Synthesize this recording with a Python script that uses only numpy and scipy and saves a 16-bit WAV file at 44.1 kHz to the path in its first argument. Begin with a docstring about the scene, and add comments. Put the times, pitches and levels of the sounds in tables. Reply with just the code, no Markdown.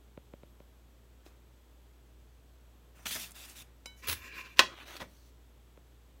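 """Fingers tap the case of a phone on a quiet counter. Close by, the foil around a baked potato
is pushed and crinkles as its tiny creases buckle. A steel fork clinks, scrapes and slides,
then a dish knocks down hard, rings and is nudged into place. One more faint tap follows.
An appliance hums underneath, and the room adds a short echo.
A fade time (t60) below is the time a sound takes to drop by 60 dB."""
import sys
import numpy as np
from scipy import signal
from scipy.fft import rfft, irfft, next_fast_len
from scipy.io import wavfile
from scipy.ndimage import uniform_filter1d, map_coordinates

SR = 44100
rng = np.random.default_rng(int(sys.argv[2]) if len(sys.argv) > 2 else 0)


def unload_audio(sound):
    """Save the sound as a 16-bit wav file, at the path given as the first command line argument."""
    columns = np.transpose(np.atleast_2d(sound))
    # keep every value between -1 and 1, then stretch to whole-number steps
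    steps = np.round(np.clip(columns, -1, 1) * 32767)
    wavfile.write(sys.argv[1], SR, steps.astype(np.int16))


N = 273420


def foil(sheet_db=-2, flex_db=-38.5, flex_power=0.41, snap_db=-8, snap_t60=0.024):
    """Countless small creases buckle under pressure; the sheet flexes and a few big creases snap."""
    # Presses on the foil. Each row: start in seconds, length in seconds, level in dB, fade in seconds.
    presses = [(1.244, 0.031, -66.5, 0.19), (2.946, 0.097, -66, .1), (3.052, 0.034, -40.5, 0.27),
               (3.1, .064, -38, 0.17), (3.184, 0.049, -42, 0.23), (3.342, 0.11, -51, 0.44),
               (3.48, 0.037, -54.5, 0.16), (3.549, 0.076, -51.5, 0.031)]
    # The whole sheet buckles. Each row: start in seconds, length in seconds, level in dB.
    buckles = [(2.99, .012, -57.5), (3.055, 0.0097, -40.5), (3.103, .008, -49), (3.153, 0.016, -41.5)]
    # Single creases snap. 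Each row: start in seconds, level in dB, pitch in Hz.
    snaps = [(3.056, -23, 2350), (3.066, -22.5, 2620), (3.108, -25.5, 2200), (3.149, -31, 8600),
             (3.159, -27.5, 1560), (3.307, -41, 10800), (3.317, -39, 9000), (3.497, -39, 6300)]
    # The tone of the creases and of the sheet. Each row: frequency in Hz, level in dB.
    crackle_tone = [(530, -28), (900, -14.5), (1340, -16.5), (1940, -6.5), (2160, -9), (2650, 0.5),
                    (2850, -3.5), (3530, -2), (4030, -4.5), (8780, -6.5), (10100, -8), (14500, -8.5),
                    (15800, -9.5)]
    sheet_tone = [(53, -34), (90, -4), (259, -1.5), (302, -3), (494, -10), (673, -5), (797, -9), (1180, -5),
                  (1290, -4.5), (2600, -9), (3380, -57), (5720, -120)]
    t = np.arange(SR // 10) / SR
    crackle = shifting(coloured(grains(rate=9000, spread_db=3.5), crackle_tone), depth_db=2.8)
    sheet = coloured(grains(rate=2500, spread_db=2), sheet_tone)
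    pressing = together(stroke(s, length, db, attack=0.019, t60=t60) for s, length, db, t60 in presses)
    buckling = together(stroke(s, length, db, attack=0.0046, t60=0.064) for s, length, db in buckles)
    flexing = together([buckling, amp(flex_db) * pressing ** flex_power])
    out = pressing * crackle + amp(sheet_db) * flexing * sheet
    for start, db, hz in snaps:
        crease = unit(resonate(rng.standard_normal(len(t)), [(hz, 0.47 * hz, 0)]))
        add(out, start + 0.001126, amp(db + snap_db) * crease * fade(t, snap_t60))
    return out


def dish_knocks(ring_db=-4.5, clack_db=-3.5, crack_db=6.5, crack_t60=0.02, pivot_hz=2000):
    """Each contact cracks, thuds in the counter and rings the dish and the cutlery in it."""
    # Contacts. Each row: start in seconds, level in dB, brightness in dB per octave, thud gain in dB.
    contacts = [(1.2634, -57, 2, 18.5), (4.571, -47.5, 3, -19), (4.5847, -40, 6, -12),
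                (4.5923, -6, -0.5, -17.5), (4.5978, -26, 5, -10), (4.966, -46, 7.5, -20),
                (5.003, -42, -3.5, -12), (5.018, -43, -9, -20.5)]
    # How the dish and the counter ring. Each row: pitch in Hz, width in Hz, level in dB.
    dish_modes = [(549, 35, -4.5), (943, 30, -0.5), (1072.6, 21, 0.5), (1512, 26, 6), (1718, 19, -0.5),
                  (1932, 23, 5), (2060, 34, 0), (2510, 44, 8), (2870, 19, -1.5), (3330, 24, -3.5),
                  (3500, 62, -4), (3670, 15, -5), (3900, 15, -10), (4160, 24, -3), (4555, 45, -14.5),
                  (4940, 37, -10.5), (5000, 13, -15.5), (5390, 40, -7.5), (5320, 19, -20), (5560, 45, -16),
                  (6255, 17.3, -21), (6630, 15, -17), (6490, 17, -19), (6890, 45, -21.5)]
    counter_modes = [(345, 70, 3.5), (214, 18, -17.5), (639, 190, -10)]
    # Steel lying in the dish rings on. Each row: pitch in Hz, level in dB, fade in seconds.
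    cutlery_modes = [(3310, -29.5, 0.31), (4635, -34, 0.055), (6464, -42, .26)]
    # The clack (tones too dense to tell apart) and the crack. Each row: frequency in Hz, level in dB.
    clack_tone = [(40, -34), (80, -14.5), (160, -16.5), (250, -14), (440, -10.5), (600, -3.5), (800, -6),
                  (1050, 8.5), (2000, -1.5), (4300, 3), (7500, -15), (11000, -24.5), (15800, -27)]
    crack_tone = [(700, -29.5), (1300, -4.5), (1900, 0.5), (2700, 3.0), (4300, -2), (5500, -12.5),
                  (7500, -23), (15000, -27)]
    # How the clack dies. Each row: frequency in Hz, fade in seconds.
    clack_fades = [(150, .09), (600, 0.11), (2000, 0.025), (5000, .045), (12000, 0.065)]
    out, t = np.zeros(N), np.arange(SR // 2) / SR
    onset = 1 - np.exp(-t / 0.0002)
    for start, db, bright_db, thud_db in contacts:
        tilt = lambda hz: amp(bright_db * np.log2(np.maximum(hz, 200) / pivot_hz))
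        ring = amp(ring_db) * struck(dish_modes, tilt, t)
        thud = amp(thud_db) * struck(counter_modes, tilt, t)
        steel = ringing(cutlery_modes, t)
        clack = amp(clack_db) * dying(filtered(noise(clack_tone, len(t)), tilt), clack_fades)
        crack = noise(crack_tone, len(t)) * fade(t, crack_t60)
        crack *= amp(crack_db) / np.abs(crack).max()
        add(out, start, amp(db) * onset * (ring + thud + steel + clack + crack))
    return out


def fork_clink(tick_db=3, tick_t60=0.029, grip_t60=1.0):
    """A short steel contact leaves the fork ringing, damped a little by the hand."""
    # The contact. Each row: start in seconds, level in dB.
    clinks = [(3.858, -41)]
    # How the free fork rings. Each row: pitch in Hz, level in dB, fade in seconds.
    fork_modes = [(950, -18, 0.32), (1510, -22, 0.7), (2230, -9.5, 0.53), (3015, -12.5, 0.71),
                  (3935, -7, 0.32), (4985, -14, 0.17), (6158, -29, 0.69), (7400, -11.5, 0.1),
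                  (9050, -10.5, 0.1), (9857, -28, 0.47), (12040, -27, 0.22), (13300, -33, 0.43),
                  (13730, -28, 0.24), (14650, -18, 0.12)]
    # The tick of contact. Each row: frequency in Hz, level in dB.
    tick_tone = [(100, 5), (400, 7), (1000, 1.5), (4500, -0.5), (5800, 8.5), (8000, -13), (15000, -21)]
    out, t = np.zeros(N), np.arange(SR) / SR
    for start, db in clinks:
        ring = ringing(fork_modes, t) * fade(t, grip_t60)
        tick = amp(tick_db) * noise(tick_tone, len(t)) * fade(t, tick_t60)
        add(out, start, amp(db) * (ring + tick))
    return out


def fork_scrape(rasp_db=-1, squeal_db=-4):
    """The prongs stick and slip: each slip rasps and makes them squeal."""
    # Slips. Each row: start in seconds, level in dB, fade in seconds.
    slips = [(4.071, -35.5, .09), (4.083, -27, 0.07), (4.095, -29.5, 0.087), (4.11, -30, 0.073),
             (4.120, -35, .09), (4.126, -33, 0.087)]
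    # The prongs' high notes. Each row: pitch in Hz, width in Hz, level in dB.
    prong_modes = [(8110, 79, -8.5), (10060, 120, -5), (11192, 20, 3), (12200, 79, -2.5), (13300, 32, -18),
                   (14400, 49, -1), (15700, 55, 1.5)]
    # The tone of the rasp. Each row: frequency in Hz, level in dB.
    rasp_tone = [(35, -32), (60, -2.5), (85, 9), (140, -11.5), (380, -3), (730, -15), (1000, -1.5),
                 (1500, -2.5), (3300, -0.5), (6500, -8.5), (9300, -19), (12000, -12), (15000, -8),
                 (17000, -31)]
    power, t = np.zeros(N), np.arange(SR // 4) / SR
    onset = 1 - np.exp(-t / 0.00085)
    for start, db, t60 in slips:
        add(power, start, (amp(db) * fade(t, t60) * onset) ** 2)
    rasp = coloured(grains(rate=3500, spread_db=3), rasp_tone)
    squeal = unit(resonate(rng.standard_normal(N), prong_modes))
    return np.sqrt(power) * (amp(rasp_db) * rasp + amp(squeal_db) * squeal)


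def fork_slide(rumble_db=-6, hiss_db=-1, uneven_db=1.64):
    """Tiny bumps in the counter rumble, hiss and make the sliding fork ring."""
    # Light slides. Each row: start in seconds, length in seconds, rubbing in dB, hiss in dB.
    slides = [(3.96, 0.045, -68, -61.5), (4.018, 0.059, -48, -58.5), (4.14, 0.084, -54.5, -62),
              (4.215, 0.064, -49, -59.5), (4.28, 0.09, -54.5, -76), (4.335, .078, -47, -59.5),
              (4.425, 0.047, -50.5, -67.5), (4.475, 0.062, -60.5, -71), (4.558, .03, -46.5, -56)]
    # The ringing while it slides. Each row: pitch in Hz, width in Hz, level in dB.
    slide_modes = [(1029, 37, -1), (1670, 170, -4), (1930, 36, -2), (2350, 130, -0.5), (2761, 120, 0.5),
                   (3540, 42, -6), (4050, 55, -9), (4503, 33, -8), (5000, 80, -15)]
    # The tone of the rumble and of the hiss. Each row: frequency in Hz, level in dB.
    rumble_tone = [(100, -12.5), (300, 1.5), (550, -5), (850, -19.5), (1600, 0.5), (2400, -1.5),
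                   (3400, -9.5), (5500, -10), (8000, -23.5)]
    hiss_tone = [(3000, -18), (6500, 7), (9000, -5.5), (11500, -0.5), (12300, 4.0), (13300, -5.5),
                 (14500, 2.5), (15800, -12.5)]
    rub_gain, hiss_gain = rubbing(slides, attack=0.032, t60=0.13)
    ring = shifting(resonate(grains(rate=3000, spread_db=3), slide_modes), depth_db=4)
    rumble = amp(rumble_db) * noise(rumble_tone)
    hiss = amp(hiss_db) * shifting(noise(hiss_tone), depth_db=3.5)
    return amp(uneven_db * wobble(60)) * (rub_gain * (ring + rumble) + hiss_gain * hiss)


def dish_nudge(drag_db=-1, uneven_db=0.5):
    """The dish's foot drags over the counter."""
    # Pushes. Each row: start in seconds, length in seconds, rubbing in dB, hiss in dB.
    pushes = [(4.67, 0.08, -53.5, -71), (4.755, 0.079, -50.5, -62), (4.85, .12, -49.5, -56),
              (4.993, 0.021, -43, -50), (5.06, .23, -78, -70)]
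    # The tone of the low drag and of the hiss. Each row: frequency in Hz, level in dB.
    drag_tone = [(76, -39), (130, 2.5), (166, -34), (197, -16), (286, -1.5), (500, -4), (666, -3),
                 (863, -6.5), (1050, -2.5), (4000, -9.5), (5200, -48.5), (8800, -120)]
    hiss_tone = [(1760, -26), (3000, -9), (3850, -10.5), (4050, -7.5), (4370, -1.5), (4910, -9), (5970, -4),
                 (7610, -12.5), (15800, -13)]
    drag_gain, hiss_gain = rubbing(pushes, attack=0.036, t60=0.12)
    drag = shifting(coloured(grains(rate=2500, spread_db=3), drag_tone), depth_db=2.5)
    hiss = shifting(coloured(grains(rate=5000, spread_db=3), hiss_tone), depth_db=2.5)
    return amp(uneven_db * wobble(60)) * (amp(drag_db) * drag_gain * drag + hiss_gain * hiss)


def finger_taps(spread_s=0.00123, lead_s=0.00054, soft_hz=4200):
    """Taps run through the phone's case as bending waves: the treble arrives first, the thud after."""
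    # Taps. Each row: start in seconds, peak level in dB, bass cutoff in Hz.
    taps = [(.1752, -36, 40), (0.3365, -37.5, 40), (0.4328, -41.5, 100), (0.6025, -43.5, 150),
            (5.7745, -47.5, 600)]
    # How the case rings. Each row: pitch in Hz, width in Hz, level in dB.
    case_modes = [(119, 166, 4.5), (356, 360, 4), (576, 103, 6), (970, 140, -15), (1400, 150, -11),
                  (2220, 530, -19), (3860, 700, -26)]
    out, main_hz = np.zeros(N), case_modes[2][0]
    travel = lambda f: np.exp(-4j * np.pi * spread_s * np.sqrt(f * main_hz) + 2j * np.pi * f * lead_s)
    for start, db, cut_hz in taps:
        finger = lambda f: 1j * f / (cut_hz + 1j * f) / (1 + (f / soft_hz) ** 12)
        response = lambda f: body(case_modes, f) * travel(f) * finger(f)
        tap = filtered(signal.unit_impulse(SR // 10), response)
        add(out, start, amp(db) * tap / np.abs(tap).max())
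    return out


def room_echo(x, build_s=0.0086):
    """Reflections from the room build up and die away."""
    # How the echo dies. Each row: frequency in Hz, fade in seconds.
    echo_fades = [(150, .45), (600, 0.2), (3000, 0.21), (7000, .25), (14000, .18)]
    t = np.arange(SR // 2) / SR
    reflections = noise([(100, 3.0), (4000, -4), (14000, -2.5)], len(t))
    tail = dying(reflections, echo_fades) * (1 - np.exp(-t / build_s))
    return signal.fftconvolve(x, tail / np.linalg.norm(tail))[:N]


def appliance(air_db=-66, rumble_db=-72, whirr_db=-82):
    """An appliance hums, rumbles and whirrs over still air."""
    # The hum's tones. Each row: pitch in Hz, average level in dB.
    hum_tones = [(59.3, -59), (119, -74.5), (7763, -90)]
    # The hush of the air. Each row: frequency in Hz, level in dB.
    air_tone = [(40, -16.5), (100, 2), (170, -1), (260, 0.5), (420, -1.5), (700, -7.5), (1000, -9.5),
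                (2000, -15), (3600, -16), (5000, -21), (7000, -20.5), (10500, -25.5), (15800, -22.5)]
    # The whirr. Each row: pitch in Hz, width in Hz, level in dB.
    whirr_modes = [(3300, 300, -4), (7760, 90, -5.5), (11700, 600, -6)]
    hum, t = np.zeros(N), np.arange(N) / SR
    for hz, db in hum_tones:
        peak = amp(db + 0.5 * wobble(6)) * np.sqrt(2)
        hum += peak * np.sin(2 * np.pi * hz * t + 0.25 * wobble(5))
    air = amp(air_db) * noise([(22, -38)] + air_tone)
    rumble = amp(rumble_db) * noise([(25, -31), (50, -2), (90, -0.5), (160, -11.5), (500, -61)])
    whirr = amp(whirr_db + 1.3 * wobble(3)) * unit(resonate(rng.standard_normal(N), whirr_modes))
    return hum + air + rumble + whirr


def amp(db):
    """Turn decibels into a gain."""
    return 10 ** (np.asarray(db) / 20)


def unit(x):
    """Scale x to an average power of 1."""
    return x / np.sqrt(np.mean(x ** 2) + 1e-20)


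def along(points, hz):
    """Read between (Hz, value) points on a log frequency axis."""
    f, values = np.transpose(points)
    return np.interp(np.log(hz + 1), np.log(f + 1), values)


def fade(t, t60):
    """Die away by 60 dB every t60 seconds."""
    return np.exp(-np.log(1000) * t / t60)


def add(track, start, sound):
    """Mix a sound in at a start time in seconds."""
    part = track[round(start * SR):][:len(sound)]
    part += sound[:len(part)]


def wobble(rate):
    """A smooth curve through rate random points a second."""
    return map_coordinates(rng.standard_normal(int(N * rate / SR) + 4), [np.arange(N) * rate / SR])


def filtered(x, response):
    """Scale and delay each frequency of x as the response says."""
    size = next_fast_len(len(x) + SR // 4)
    return irfft(rfft(x, size) * response(np.fft.rfftfreq(size, 1 / SR)), size)[:len(x)]


def coloured(x, spectrum):
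    """Shape x with a (Hz, dB) curve, at power 1."""
    return unit(filtered(x, lambda hz: amp(along(spectrum, hz))))


def noise(spectrum, samples=N):
    """Smooth noise shaped by a (Hz, dB) curve."""
    return coloured(rng.standard_normal(samples), spectrum)


def body(modes, f):
    """How an object answers frequency f; its modes are the notes it rings at."""
    return sum((-1) ** k * amp(db) * 1j * f * width / (hz * hz - f * f + 1j * f * width)
               for k, (hz, width, db) in enumerate(modes))


def resonate(x, modes):
    """Let x shake an object with these modes."""
    return filtered(x, lambda f: body(modes, f))


def sine(hz, t):
    """A pure tone starting anywhere in its cycle."""
    return np.sin(2 * np.pi * (hz * t + rng.random()))


def ringing(modes, t):
    """Struck steel: each tone fades at its own pace."""
    return sum(amp(db) * fade(t, t60) * sine(hz, t) for hz, db, t60 in modes)


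def struck(modes, tilt, t):
    """Ringing after a blow: a wide mode starts strong and dies fast."""
    total = np.linalg.norm([amp(db) * width for _, width, db in modes])
    return sum(amp(db) * width / total * tilt(hz) * np.exp(-np.pi * width * t) * sine(hz, t)
               for hz, width, db in modes)


def grains(rate, spread_db):
    """Tiny clicks of random size, about rate of them a second."""
    clicks = (rng.random(N) < rate / SR) * rng.choice([-1, 1], N)
    return unit(clicks * amp(spread_db * np.minimum(rng.standard_normal(N), 2)))


def dying(x, fades):
    """Each frequency of x dies with its own fade time."""
    hz, t, bands = signal.stft(x, SR, nperseg=128)
    return signal.istft(bands * fade(t, along(fades, hz)[:, None]), SR, nperseg=128)[1][:len(x)]


def shifting(x, depth_db):
    """The tone drifts in random patches as the contact or the folds change shape."""
    bands = signal.stft(x, nperseg=512)[2]
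    patches = uniform_filter1d(rng.standard_normal(bands.shape), size=5, axis=0)
    patches = uniform_filter1d(patches, size=9, axis=1)
    return unit(signal.istft(bands * amp(depth_db * unit(patches)), nperseg=512)[1][:len(x)])


def stroke(start, length, db, attack, t60):
    """Gain of one hand movement: it gathers speed for attack seconds, holds, then dies away."""
    out, t = np.zeros(N), np.arange(SR) / SR
    rise = np.sin(np.pi / 2 * np.minimum(t / attack, 1))
    add(out, start, amp(db) * rise * fade(np.maximum(t - length, 0), t60))
    return out


def together(strokes):
    """Overlapping movements add in power."""
    return np.sqrt(sum(gain ** 2 for gain in strokes))


def rubbing(rows, attack, t60):
    """Rubbing and hiss gains of a series of strokes."""
    return (together(stroke(s, length, db, attack, t60) for s, length, db, _ in rows),
            together(stroke(s, length, db, attack, t60) for s, length, _, db in rows))


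def scene():
    """Mix to one channel; only the foil, fork and dish echo in the room."""
    near = foil() + fork_clink() + fork_scrape() + fork_slide() + dish_nudge() + dish_knocks()
    return (near + amp(-15) * room_echo(near) + finger_taps() + appliance())[None]


def record(dry):
    """The phone rounds off peaks at full scale and drops the highest treble."""
    top_hz = 15900
    limited = dry[0] / (1 + np.abs(dry[0]) ** 8) ** (1 / 8)
    return filtered(limited, lambda hz: 1 / (1 + (hz / top_hz) ** 200))[None]


dry = scene()
out = record(dry)
unload_audio(out)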